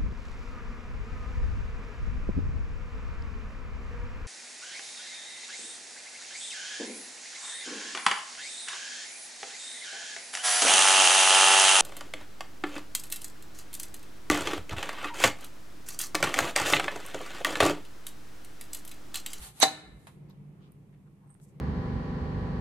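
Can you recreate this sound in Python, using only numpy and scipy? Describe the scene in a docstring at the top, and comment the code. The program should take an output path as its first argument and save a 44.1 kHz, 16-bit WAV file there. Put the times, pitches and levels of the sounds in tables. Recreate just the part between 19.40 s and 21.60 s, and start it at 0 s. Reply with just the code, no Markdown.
"""A kitchen knife slices the end off a dragon fruit, over a faint low hum and room noise.
First a soft rasping draw with one squeak. At 0.2 s the skin snaps, then tears in a quick crescendo;
at 0.23 s the blade knocks on the cutting board, ringing steel, wood and, briefly, the kitchen.
From about 0.5 s small rumbles, taps, rubs and snaps follow as a hand turns the fruit."""
import sys
import numpy as np
from scipy import signal
from scipy.fft import rfft, irfft
from scipy.io import wavfile

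SR = 44100
rng = np.random.default_rng(int(sys.argv[2]) if len(sys.argv) > 2 else 0)


def unload_wav(signal):
    """Save mono or channel-first audio to the path in sys.argv[1] as 16-bit WAV at rate SR, clipped to [-1, 1]."""
    wavfile.write(
        sys.argv[1],
        SR,
        np.round(np.clip(np.atleast_2d(signal).T, -1, 1) * 32767).astype(np.int16),
    )


N = 97020
T = np.arange(N) / SR


def amp(db):
    """Decibels to gain."""
    return 10 ** (np.asarray(db) / 20)


def unit(x):
    """Scales to rms 1."""
    return x / np.sqrt(np.mean(x ** 2) + 1e-20)


def read(points, hz):
    """Reads a table on a log-frequency axis."""
    f, value = np.transpose(points)
    return np.interp(np.log(hz + 1), np.log(f + 1), value)


def pan(side_db):
    """Left and right gains from an L-R level."""
    gains = np.array([amp(side_db / 2), amp(-side_db / 2)]).reshape(2, -1)
    return gains / np.sqrt((gains ** 2).mean(0))


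def convolve(x, response):
    """Convolves per channel, cut to N samples."""
    return signal.fftconvolve(np.atleast_2d(x), np.atleast_2d(response), axes=1)[:, :N]


def colour(x, spectrum, balance=None):
    """Minimum-phase stereo filter of unit power: only the spectrum's shape counts."""
    hz = np.fft.rfftfreq(4096, 1 / SR)
    gain = amp(read(spectrum, hz)) * pan(read(balance, hz) if balance else 0 * hz)
    log_gain = np.log(np.concatenate([gain, gain[:, -2:0:-1]], 1))
    fir = np.fft.ifft(np.exp(np.conj(signal.hilbert(log_gain)))).real
    return convolve(x, fir / np.sqrt((fir ** 2).sum() / 2))


def spaced(x, bass_coherence=0.82, corner_hz=700):
    """Two nearby microphones: alike in the bass, unrelated in the treble."""
    hz = np.fft.rfftfreq(x.shape[1], 1 / SR)
    coherence = bass_coherence / (1 + (hz / corner_hz) ** 3)
    a, b = rfft(x)
    mid, side = a * np.sqrt((1 + coherence) / 2), b * np.sqrt((1 - coherence) / 2)
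    return irfft(np.array([mid + side, mid - side]), x.shape[1])


def grains(per_s, spread_db=4.5):
    """Tiny random ruptures of uneven size, stereo, rms 1."""
    size = amp(spread_db * np.minimum(rng.exponential(1, (2, N)), 4))
    polarity = np.sign(rng.standard_normal((2, N)))
    fires = rng.random((2, N)) < per_s / SR
    return unit(spaced(size * polarity * fires))


def swell(peak_s, rise_s, fall_s):
    """Bell-shaped envelope."""
    return np.exp(-((T - peak_s) / np.where(T < peak_s, rise_s, fall_s)) ** 2)


def burst(start_s, decay_s):
    """Instant attack, exponential decay."""
    return (T >= start_s) * np.exp(-np.maximum(T - start_s, 0) / decay_s)


def ring(modes):
    """Decaying modes of a struck object."""
    return sum(amp(db - 60 * T / t60_s) * np.sin(2 * np.pi * hz * T) * pan(side_db)
               for hz, db, t60_s, side_db in modes)


# Room noise spectrum: (frequency [Hz], gain [dB])
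AIR_SPECTRUM = [(20, -20.5), (45, 0.5), (75, -5.5), (115, 5), (170, 5), (230, -4.5), (400, -7.5),
                (600, -19), (1050, -22), (1500, -30.5), (2200, -27.5), (4500, -42.5), (14000, -58)]
# Room noise envelope: (time [s], level [dB])
AIR_ENVELOPE = [(0, -58.5), (0.35, -58.5), (0.55, -53), (0.7, -55.5), (0.85, -53), (1.2, -55),
                (1.75, -58.5), (1.97, -59), (2.2, -53.5)]
def room_noise():
    """Low noise, drifting in level."""
    noise = colour(spaced(rng.standard_normal((2, N))), AIR_SPECTRUM)
    return noise * amp(np.interp(T, *np.transpose(AIR_ENVELOPE)))


# Hum tones: (frequency [Hz], base level [dB], waver half-width [Hz])
HUM_TONES = [(146.3, -58, 10), (195.8, -64.5, 5.9)]
# Hum envelope: (time [s], gain [dB])
HUM_ENVELOPE = [(0, -2.5), (0.47, -12), (0.57, 0), (0.67, -19), (0.76, 3.5), (1.09, 7), (1.15, -0.5),
                (1.56, 2), (1.89, 3), (1.97, -13), (2.03, 8), (2.09, 9.5), (2.125, -6.5), (2.17, 10),
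                (2.2, 4)]
def hum(waver=0.5):
    """Two low tones come and go; narrow-band noise makes each waver."""
    out, bins_hz = np.zeros(N), np.fft.rfftfreq(N, 1 / SR)
    envelope_db = np.interp(T, *np.transpose(HUM_ENVELOPE))
    for hz, db, width_hz in HUM_TONES:
        band = 1 / (1 + ((bins_hz - hz) / width_hz) ** 2)
        noise = unit(irfft(rfft(rng.standard_normal(N)) * band, N))
        tone = np.sin(2 * np.pi * (hz * T + rng.random()))
        out += amp(db + envelope_db) * unit(tone + waver * noise)
    return out


# Hiss spectrum: (frequency [Hz], gain [dB])
HISS_SPECTRUM = [(500, 2), (5000, -2.5), (9500, 2), (14000, -2)]
def hiss(level_db=-80):
    """Nearly white microphone hiss."""
    return amp(level_db) * colour(rng.standard_normal((2, N)), HISS_SPECTRUM)


# Kitchen decay: (frequency [Hz], T60 [s])
KITCHEN_T60 = [(150, 0.9), (400, 0.96), (700, 0.67), (2000, 0.78), (4000, 0.56), (6000, 0.42), (9000, 0.51),
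               (14000, 0.28)]
def echoes(x, t60s=KITCHEN_T60, predelay_s=0.004):
    """Diffuse reflections, each band dying at its T60."""
    hz, t, bands = signal.stft(spaced(rng.standard_normal((2, SR))), SR, nperseg=256)
    decay = amp(-60 * t / read(t60s, hz)[:, None])
    tail = signal.istft(bands * decay, SR, nperseg=256)[1][:, :SR]
    tail *= T[:SR] > predelay_s
    crossfed = 0.8 * x + 0.89 * x[::-1]
    return convolve(crossfed, tail / np.linalg.norm(tail[0]))


# Hand presses: (peak time [s], half length [s], level [dB])
PRESSES = [(0.01, 0.029, -52.5), (0.522, 0.077, -58)]
# Rumble spectrum: (frequency [Hz], gain [dB])
RUMBLE_SPECTRUM = [(20, -23.5), (48, 2.5), (80, -11.5), (200, -36.5), (600, -69)]
def rumbles():
    """The hand presses on the table: swells of bass noise."""
    pressure = sum(amp(db) * swell(s, half_s, half_s) for s, half_s, db in PRESSES)
    return colour(rng.standard_normal(N) * pressure, RUMBLE_SPECTRUM)


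# Light contacts: (time [s], level [dB], decay [s], L-R [dB], tilt [dB/octave])
TAP_HITS = [(0.6699, -46, 0.013, -1, 1.5), (1.951, -55.5, 0.00084, -7, -4), (2, -54, 0.0007, 11, 0.5)]
# Tap spectrum before tilt: (frequency [Hz], gain [dB])
TAP_SPECTRUM = [(50, -36), (220, -12), (500, 8), (800, 18.5), (1900, 11), (4200, 3), (5200, -6.5),
                (10000, -1.5), (15000, -24)]
def taps():
    """The cut end drops and fingers tap: dull noise bursts."""
    out = np.zeros((2, N))
    for s, db, decay_s, side_db, tilt in TAP_HITS:
        spectrum = [(hz, gain_db + tilt * np.log2(hz)) for hz, gain_db in TAP_SPECTRUM]
        contact = spaced(rng.standard_normal((2, N))) * amp(db) * burst(s, decay_s)
        out += colour(contact, spectrum) * pan(side_db)
    return out


# Finger slides: (peak time [s], half length [s], level [dB], centre [Hz])
SLIDES = [(0.834, 0.078, -64, 350), (0.902, 0.01, -66, 980), (0.905, 0.016, -69.5, 3960),
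          (1.222, 0.085, -71, 1160), (1.246, 0.038, -72, 3100), (1.541, 0.016, -70.5, 1900),
          (1.674, 0.015, -72.5, 1190), (1.837, 0.05, -71.5, 900), (1.902, 0.013, -68, 1065),
          (2.033, 0.021, -64, 8400), (2.09, 0.019, -73, 7560), (2.195, 0.021, -64, 313)]
def rubs(skirt_db_per_oct=17.5):
    """Fingers slide on the skin: one band of friction grains each."""
    out, hz = np.zeros((2, N)), np.geomspace(30, 20000, 80)
    for s, half_s, db, centre_hz in SLIDES:
        band_db = -skirt_db_per_oct * abs(np.log2(hz / centre_hz))
        friction = grains(per_s=1800) * swell(s, half_s, half_s) * amp(db)
        out += colour(friction, np.c_[hz, band_db])
    return out


# Crinkle spectrum: (frequency [Hz], gain [dB])
CRINKLE_SPECTRUM = [(900, -11.5), (3000, -31), (7300, -26), (8300, 20), (12000, -15)]
def crinkle(level_db=-66):
    """Sparse bright ticks on the right as the fruit is turned."""
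    ticks = grains(per_s=320) * swell(peak_s=1.912, rise_s=0.032, fall_s=0.032)
    return amp(level_db) * colour(ticks, CRINKLE_SPECTRUM) * pan(side_db=-12)


# Fibre breaks: (time [s], level [dB], centre [Hz], L-R [dB])
FIBRE_BREAKS = [(0.201, -22.5, 10300, -2), (0.897, -59.5, 12920, -4), (1.319, -59.5, 13300, 2),
                (1.32, -60.5, 9400, -9), (1.9419, -52.5, 8980, -14)]
def snaps(decay_s=0.0023, floor_db=-21.5, width_oct=0.2):
    """Skin fibres snap: short bright cracks, each around its own pitch."""
    out, hz = np.zeros((2, N)), np.geomspace(200, 16000, 60)
    for s, db, centre_hz, side_db in FIBRE_BREAKS:
        peak = np.exp(-(np.log2(hz / centre_hz) / width_oct) ** 2)
        spectrum = np.c_[hz, 20 * np.log10(amp(floor_db) + peak)]
        snap = rng.standard_normal((2, N)) * burst(s, decay_s)
        out += colour(snap, spectrum) * amp(db) * pan(side_db)
    return out


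# Board modes: (frequency [Hz], gain [dB], T60 [s], L-R [dB])
BOARD_MODES = [(170, -24, 0.22, -2.5), (305.5, -37, 0.71, -5), (650, -11, 0.085, 10),
               (790, -6.5, 0.028, 13), (770.6, -12.5, 0.14, 6.5), (898.2, -10, 0.065, 3.5),
               (1478, -34.5, 0.35, 1)]
def board_ring():
    """Impulse response of the wooden cutting board."""
    return ring(BOARD_MODES)


# Blade modes: (frequency [Hz], gain [dB], T60 [s], L-R [dB])
BLADE_MODES = [(1831, -17, 0.06, -1.5), (2121, -50.5, 1.7, -2), (3696, -20.5, 0.09, 9),
               (3655, -19, 0.068, 1), (3970, -16.5, 0.13, -2.5), (4244, -14.5, 0.028, -4),
               (4880, -27, 0.12, -3.5), (7930, -21, 0.09, -2)]
def blade_ring():
    """Impulse response of the steel blade."""
    return ring(BLADE_MODES)


# Blade strokes: (peak time [s], rise [s], fall [s], level [dB], L-R [dB])
STROKES = [(0.046, 0.051, 0.048, -45.5, -0.5), (0.201, 0.048, 0.015, -52.5, 1),
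           (0.666, 0.15, 0.096, -70, -2.5)]
# Rasp spectrum: (frequency [Hz], gain [dB])
RASP_SPECTRUM = [(300, -11.5), (660, -8.5), (775, 2.5), (1300, 1.5), (2800, -2.5), (4000, 0.5),
                 (5200, -5.5), (9800, 3), (13500, -5.5), (15500, -29.5)]
def draws(board_db=-16):
    """The blade rasps through the fruit and faintly rings the board."""
    pressure = sum(swell(s, rise_s, fall_s) * amp(db) * pan(side_db)
                   for s, rise_s, fall_s, db, side_db in STROKES)
    rasp = colour(grains(per_s=12000) * pressure, RASP_SPECTRUM)
    wood = board_ring().mean(0)
    return rasp + amp(board_db) * convolve(rasp, wood / np.linalg.norm(wood))


def squeak(hz=4450, level_db=-54):
    """The blade catches on the skin: one brief tone."""
    return amp(level_db) * swell(peak_s=0.04, rise_s=0.012, fall_s=0.012) * np.sin(2 * np.pi * hz * T)


# Tear spectrum: (frequency [Hz], gain [dB])
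TEAR_SPECTRUM = [(60, -48.5), (300, -15.5), (750, -1), (1200, -1), (1900, -2), (2500, -3), (3300, -7),
                 (3950, 6), (5400, -10.5), (6200, 8.5), (7400, -11), (7900, 3.5), (9200, -20), (13200, -18),
                 (15000, -45)]
# Tear balance: (frequency [Hz], L-R [dB])
TEAR_BALANCE = [(800, 2.5), (1800, -14.5), (4200, -13.5), (6500, -6), (11000, -3)]
def tear(start_s=0.202, peak_s=0.229, stop_s=0.0011, peak_db=-11, rise_db_per_s=1179.5, blade_db=-17.5):
    """The last of the skin gives way in a quick crescendo that rings the blade."""
    rise = amp(peak_db - rise_db_per_s * np.maximum(peak_s - T, 0)) * (T > start_s)
    release = np.exp(-np.maximum(T - peak_s, 0) / stop_s)
    ruptures = grains(per_s=32000, spread_db=-1.37) * rise * release
    rip = colour(ruptures, TEAR_SPECTRUM, TEAR_BALANCE)
    steel = blade_ring()
    return rip + amp(blade_db) * convolve(rip, steel / np.linalg.norm(steel))


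# Jolts to blade and board: (time [s], ring gain [dB], crack level [dB])
JOLTS = [(0.2022, -37.5, -41), (0.2301, -9, -12.5), (0.2327, -17.5, -12), (0.2379, -26.5, -18)]
def knock(board_highpass_hz=149.2):
    """Jolts ring steel and wood: first the skin snaps, then the blade lands and bounces on the board."""
    highpass = signal.butter(2, board_highpass_hz, "high", fs=SR, output="sos")
    response = blade_ring() + signal.sosfilt(highpass, board_ring())
    out = np.zeros((2, N))
    for s, ring_db, _ in JOLTS:
        at = round(s * SR)
        out[:, at:] += amp(ring_db) * response[:, :N - at]
    return out


# Crack spectrum: (frequency [Hz], gain [dB])
CRACK_SPECTRUM = [(60, -26), (170, -3), (400, -0.5), (530, -13.5), (1300, 0), (1830, 4), (2600, -4.5),
                  (3400, -2.5), (3900, 12.5), (4800, -2.5), (8000, -9), (10500, -6), (12000, -19.5),
                  (13200, -5), (14000, -29)]
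def crack(decay_s=0.0032):
    """Noise burst of each jolt."""
    force = sum(amp(crack_db) * burst(s, decay_s) for s, _, crack_db in JOLTS)
    return colour(grains(per_s=32000, spread_db=-1.37) * force, CRACK_SPECTRUM)


def scene(counter_db=-11, counter_t60_s=0.18, kitchen_db=-17, ringing_send_db=-7.5):
    """Knife and hand, with quick echoes off the counter and the longer ring of the kitchen."""
    crisp = draws() + squeak() + crack() + snaps() + rumbles() + taps() + rubs() + crinkle()
    ringing = tear() + knock()
    counter = echoes(crisp + ringing, [(hz, counter_t60_s) for hz, _ in KITCHEN_T60])
    kitchen = echoes(crisp + amp(ringing_send_db) * ringing)
    background = (room_noise() + hum()) * pan(side_db=-0.8) + hiss()
    return background + crisp + ringing + amp(counter_db) * counter + amp(kitchen_db) * kitchen


def record(dry):
    """Linear-phase low-pass at 14.4 kHz."""
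    lowpass = signal.firwin(511, 14400, window=("kaiser", 9), fs=SR)
    return signal.oaconvolve(dry, lowpass[None], "same", axes=1)


dry = scene()
out = record(dry)
unload_wav(out)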